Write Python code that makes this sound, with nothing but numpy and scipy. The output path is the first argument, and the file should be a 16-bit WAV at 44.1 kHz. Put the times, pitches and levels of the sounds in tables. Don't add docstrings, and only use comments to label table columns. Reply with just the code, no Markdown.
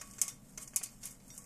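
import sys
import numpy as np
from scipy import signal
from scipy.fft import rfft, irfft
from scipy.io import wavfile
from scipy.ndimage import uniform_filter1d

SR = 44100
rng = np.random.default_rng(int(sys.argv[2]) if len(sys.argv) > 2 else 0)


def convert_level_to_amplitude(level_db):
    exponent = np.asarray(level_db, float) / 20
    return 10 ** exponent


def inscribe(sig):
    pcm = np.round(np.clip(np.atleast_2d(sig).T, -1, 1) * 32767)
    wavfile.write(sys.argv[1], SR, pcm.astype(np.int16))


N = 63945
LEN = SR // 3


def unit(x):
    return x / np.sqrt(np.mean(x ** 2) + 1e-20)


def along(points, hz):
    f, value = np.transpose(points)
    return np.interp(np.log(hz + 1), np.log(f + 1), value)


def noise(size, gain):
    spectrum = rfft(rng.standard_normal(size))
    return unit(irfft(spectrum * gain(np.fft.rfftfreq(size, 1 / SR)), size))


def resonance(hz, centre_hz, width_hz):
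    return 1 / (1 + ((hz - centre_hz) / width_hz) ** 2)


def fade(t60):
    return convert_level_to_amplitude(-60 * np.arange(LEN) / SR / t60)


def add(track, s, x):
    at = round(s * SR)
    track[at:at + len(x)] += x


def rings(modes):
    detune, scatter_db = .002, 5
    beat_hz, beat_depth = 36.7, 0.43
    hz, db, t60 = np.transpose(modes)[..., None]
    a, b = rng.standard_normal((len(modes), 2)).T[..., None]
    t = np.arange(LEN * 2 // 3, dtype=np.float32) / SR
    beat = 1 + beat_depth * np.cos(2 * np.pi * beat_hz * (.5 + abs(a * b)) * t)
    level = convert_level_to_amplitude(db + scatter_db * np.tanh(a) - 60 * t / t60)
    ring = level * beat * np.sin(2 * np.pi * hz * (1 + detune * b) * t)
    end_fade = np.minimum(1, 20 * (t[-1] - t))
    return np.pad(ring.sum(axis=0) * end_fade, (0, LEN - len(t)))


def touches(chatter_s, count=6):
    uneven_db, loss_db = 10, 10
    draw = rng.random((count, 2))
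    k = np.arange(count)
    when = chatter_s * (k + draw[:, 0] * (k > 0)) / count
    db = uneven_db * (2 * draw[:, 1] - 1) - loss_db * k / count
    out = np.zeros(SR // 20)
    np.add.at(out, (when * SR).astype(int), convert_level_to_amplitude(db) ** 2)
    return out / out.sum()


# (frequency [Hz], density [dB per Hz])
SLAT_COLOUR = [(400, -24.5), (900, -23.5), (2300, -28.5), (4200, -22), (6200, -1), (9200, -3),
               (14000, -1.5), (15400, -18)]
# (frequency [Hz], level [dB])
BODY_COLOUR = [(300, -22), (700, -2), (1150, 5), (1600, -8.5), (2250, 3.5), (2900, -2), (4000, -10),
               (6000, -8)]
# (frequency [Hz], level [dB], t60 [s])
HIGH_RINGS = [(5270, -24, 0.098), (6264, -23, .07), (6600, -38, .08), (6710, -21, 0.028),
              (6830, -12.5, 0.03), (7440, -23, 0.063), (7646, -24.5, 0.092), (8080, -26, .07),
              (8710, -16, 0.045), (9214, -11.5, 0.056), (10300, -36, 0.094), (10700, -21, 0.11)]
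# (frequency [Hz], level [dB], t60 [s])
BENDS = [(1863, -46, 0.1), (2162, -36.5, 0.25), (2494, -35, 0.18), (2883, -36.5, 0.04), (2990, -38, 0.064),
         (3234, -37, 0.083), (3604, -39.5, 0.12), (4036, -37, 0.086), (4460, -34.5, 0.18),
         (4855, -33.5, .18), (5380, -42, 0.13), (5490, -47, 0.085)]


def contact(centre_hz, body_db, chatter_s):
    rise_s = 0.0004
    snap_db, snap_t60, fast_t60 = -1, .007, 0.032
    slow_db, slow_t60 = -11.5, 0.1
    knock_db, knock_t60 = -27, 0.099
    crack_db, crack_t60 = -21, 0.0052
    ring_db = -2
    hits = touches(chatter_s)
    rise = 1 - np.exp(-np.arange(LEN) / SR / rise_s)

    def lift(hz):
        octaves = np.log2((hz + 1) / centre_hz)
        return 7 * np.exp(-(octaves / 0.62) ** 2) - 11 * np.maximum(octaves, 0)

    def struck(t60):
        return np.sqrt(abs(signal.fftconvolve((rise * fade(t60)) ** 2, hits)[:LEN]))

    def high():
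        return noise(LEN, lambda hz: convert_level_to_amplitude(along(SLAT_COLOUR, hz) + lift(hz)))

    def bent(hz):
        return 1 + sum(1.1 * resonance(hz, c, 95) for c, _, _ in BENDS)

    def dull():
        return noise(LEN, lambda hz: convert_level_to_amplitude(along(BODY_COLOUR, hz)) * bent(hz))

    dense = high() * np.hypot(struck(fast_t60), convert_level_to_amplitude(snap_db) * struck(snap_t60))
    dense += convert_level_to_amplitude(slow_db) * high() * struck(slow_t60)
    knock = convert_level_to_amplitude(knock_db) * dull() * struck(knock_t60)
    crack = convert_level_to_amplitude(crack_db) * dull() * struck(crack_t60)
    body = convert_level_to_amplitude(body_db) * (knock + crack + rise * rings(BENDS))
    lasting = rings([(hz, db + lift(hz), t60) for hz, db, t60 in HIGH_RINGS])
    return dense + body + convert_level_to_amplitude(ring_db) * rise * lasting


# (time [s], peak level [dB], centre [Hz], body level [dB], chatter [s])
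CLACKS = [(.0119, -29, 7100, 10.5, 0.0059), (0.1828, -34.5, 6660, 12, 0.0055),
          (0.2147, -8, 8100, 1.5, 0.0023), (0.2798, -22.5, 7350, 8, 0.0021),
          (0.575, -30, 6000, 13.5, 0.0021), (0.622, -31, 8700, 1, 0.0087), (0.676, -32.5, 7360, 5, 0.0029),
          (0.7603, -11, 9170, 0.5, 0.00097), (0.8336, -21, 9300, 4, 0.0026),
          (1.0314, -33, 6600, 13, 0.0015), (1.0539, -27, 10400, 6, 0.0017),
          (1.1069, -36.5, 9700, -18, 0.007), (1.3028, -48, 5760, 9, 0.0067),
          (1.3779, -29, 8550, -1.5, 0.00064)]


def clacks():
    out = np.zeros(N + SR)
    for s, db, hz, body_db, chatter_s in CLACKS:
        add(out, s, convert_level_to_amplitude(db - 10.5) * contact(hz, body_db, chatter_s))
    return out[:N]


# (time [s], peak level [dB], centre [Hz], body level [dB])
TICKS = [(0.018, -47, 8350, 13), (0.111, -37, 7240, -3), (0.135, -40.5, 7000, 12),
         (0.1897, -34.5, 7000, -11), (0.218, -37, 8600, -11), (0.2766, -45, 6770, -13),
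         (.288, -30, 7100, 8.5), (0.577, -28.5, 6800, -22), (0.5995, -42.5, 7950, 9),
         (.6274, -35.5, 8400, 6), (0.6311, -36, 8260, 6), (0.735, -44.5, 6500, 12),
         (0.741, -42.5, 7400, 15), (0.7656, -20, 7440, -9), (0.7707, -23, 6600, 11.5),
         (0.8297, -29.5, 8300, 12.5), (0.8383, -27, 7150, 7), (.8574, -34, 7200, 12.5),
         (.868, -39, 7000, 5), (1.015, -49, 8900, 0), (1.0332, -52, 7050, 0), (1.039, -34, 6600, -10),
         (1.06, -35.5, 9200, 12.5), (1.0634, -32.5, 6900, -14), (1.07, -34.5, 8640, -17),
         (1.0754, -39, 7200, 14.5), (1.091, -63, 7000, 12), (1.109, -40, 8000, 6), (1.2, -53, 5460, 22.5),
         (1.279, -46, 9500, -4), (1.348, -41, 7940, -2), (1.44, -41, 7200, 8)]


def ticks():
    out = np.zeros(N + SR)
    for s, db, hz, body_db in TICKS:
        add(out, s, convert_level_to_amplitude(db - 11.0) * contact(hz, body_db, chatter_s=0.00096))
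    return out[:N]


# (time [s], level [dB])
TINGS = [
    (0, -55),
    (.225, -70),
    (.185, -63.5),
    (.29, -48.5),
    (.58, -63),
    (.765, -56),
    (.845, -55.5),
    (1.035, -55),
    (1.303, -53.5),
]
# (frequency [Hz], level [dB], t60 [s])
TING_MODES = [(2150, -13.5, .1), (3250, -17, 0.083), (3605, -12, 0.2), (4545, -13, 0.12), (5297, -7, 0.14),
              (5720, 1.5, 0.18)]


def tings():
    out = np.zeros(N + SR)
    for s, db in TINGS:
        add(out, s, convert_level_to_amplitude(db) * rings(TING_MODES))
    return out[:N]


# (time [s], thud level [dB], low ring level [dB], thud centre [Hz])
PUSHES = [(0, -56.5, -62, 660), (0.014, -42, -59, 1690), (0.091, -87, -71, 900), (.183, -47, -62, 1800),
          (0.231, -46, -58.5, 2310), (0.577, -45.5, -61, 1500), (.734, -49.5, -66.5, 1870),
          (0.763, -68, -66.5, 2580), (0.813, -42.5, -68.5, 1960), (1.04, -65, -67, 2320),
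          (1.303, -57, -79, 2670), (1.389, -75, -67, 1240)]
# (frequency [Hz], level [dB], t60 [s])
SILL_MODES = [(446.4, -9.5, .15), (624, -5.5, 0.13), (731, -6.5, 0.099), (890, -15, .1)]


def pushes():
    ring_hz, ring_width_hz, ring_t60 = 1124, 28, 0.4
    thud_octaves, thud_t60 = 0.65, 0.069
    out = np.zeros(N + SR)
    for s, db, ring_db, centre_hz in PUSHES:
        tone = np.sin(2 * np.pi * ring_hz * (s + np.arange(LEN) / SR))
        low = 0.55 * noise(LEN, lambda hz: resonance(hz, ring_hz, ring_width_hz)) + tone
        thud = noise(LEN, lambda hz: 1 / (1 + (np.log2((hz + 1) / centre_hz) / thud_octaves) ** 4))
        add(out, s, convert_level_to_amplitude(db - 7.0) * thud * fade(thud_t60))
        add(out, s, convert_level_to_amplitude(ring_db) * low * fade(ring_t60))
        add(out, s, convert_level_to_amplitude(db - 11) * rings(SILL_MODES))
    return out[:N]


# (time [s], level [dB])
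SLIDE = [(0, -59.5), (.1, -57.5), (.17, -59), (0.302, -51.5), (.39, -75), (.5, -62.5), (.57, -68),
         (0.617, -49.5), (.66, -60.5), (.75, -69), (.9, -61), (0.999, -67), (1.041, -50), (1.075, -53),
         (1.13, -58), (1.19, -73.5), (1.3, -59), (1.355, -56), (1.45, -62.5)]
# (frequency [Hz], density [dB per Hz])
RUB_COLOUR = [(880, -15.5), (1500, -9.5), (2050, -18), (4210, -20.5), (8010, -3), (10900, -13),
              (12400, -4.5), (14700, -32), (15400, -56)]


def slide():
    grains_per_s, grain_db, smooth = 1200, 1.8, 1.1
    draw = rng.random((2, N))
    grains = (draw[0] < grains_per_s / SR) * convert_level_to_amplitude(-grain_db * np.log(draw[1] + .03))
    energy = signal.fftconvolve(grains ** 2, fade(0.0026) ** 2)[:N]
    rough = unit(np.sqrt(abs(energy))) + smooth

    def peaks(hz):
        return 1 + sum(2.1 * resonance(hz, c, 40) for c, _, _ in HIGH_RINGS + BENDS)

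    rub = noise(N, lambda hz: convert_level_to_amplitude(along(RUB_COLOUR, hz)) * peaks(hz))
    s, db = np.transpose(SLIDE)
    return convert_level_to_amplitude(np.interp(np.arange(N) / SR, s, db)) * unit(rough * rub)


# (frequency [Hz], t60 [s])
ROOM_DECAY = [(300, 0.81), (2000, 0.48), (12000, 0.13)]


def room(x):
    hz, t, z = signal.stft(rng.standard_normal(LEN), SR, nperseg=256)
    decay = convert_level_to_amplitude(-60 * t / along(ROOM_DECAY, hz)[:, None])
    tail = signal.istft(z * decay, SR, nperseg=256)[1]
    delayed = np.pad(x, (300, 0))
    return signal.fftconvolve(delayed, tail / np.linalg.norm(tail))[:N]


# (frequency [Hz], density [dB per Hz])
AIR_COLOUR = [(20, -1.5), (75, -27), (200, -3), (330, -16.5), (600, -13.5), (1500, -26), (4000, -32),
              (9000, -25), (15000, -31)]
# (frequency [Hz], level [dB], width [Hz])
HUM = [(27.8, -66.5, 9.4), (47.2, -70, 12.5), (121.2, -66.5, 10.7), (142.4, -70.5, 6.3),
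       (197.4, -65.5, 19.2), (239.5, -68, 50), (260, -75, 31), (482.4, -79.5, 3.2)]


def air():
    out = convert_level_to_amplitude(-58.5 - 5.5) * noise(N, lambda hz: convert_level_to_amplitude(along(AIR_COLOUR, hz)))
    for centre_hz, db, width_hz in HUM:
        out += convert_level_to_amplitude(db) * noise(N, lambda hz: resonance(hz, centre_hz, width_hz))
    return out


def masked(x):
    threshold_db, soft_db, treble_cap_db = -9.5, .8, -83
    hz, _, z = signal.stft(x, SR, nperseg=2048)
    power = abs(z) ** 2 + 1e-20
    treble = power[:, (hz > 5000) & (hz < 12000)].mean(axis=1, keepdims=True)
    band = abs(uniform_filter1d(power, size=7, axis=-2)) + 1e-20
    under_db = 10 * np.log10(band / np.minimum(treble, convert_level_to_amplitude(treble_cap_db) ** 2))
    keep = (1 + np.tanh((under_db - threshold_db) / soft_db)) / 2
    affected = (hz > 2700) & (hz < 4900) | (hz > 14100)
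    return signal.istft(z * np.where(affected[:, None], keep, 1), SR, nperseg=2048)[1][:, :N]


def scene():
    blind = clacks() + ticks() + tings() + pushes() + slide()
    return (blind + convert_level_to_amplitude(-14.5) * room(blind) + air())[None]


def low_pass(x):
    return signal.sosfilt(signal.butter(12, 15540, fs=SR, output="sos"), x)


def record(dry):
    top_hz = 14900
    hz = np.fft.rfftfreq(N, 1 / SR)
    heard = irfft(rfft(dry) / np.sqrt(1 + (hz / top_hz) ** 50), N)
    mix = masked(heard)
    return low_pass(mix)


dry = scene()
out = record(dry)
inscribe(out)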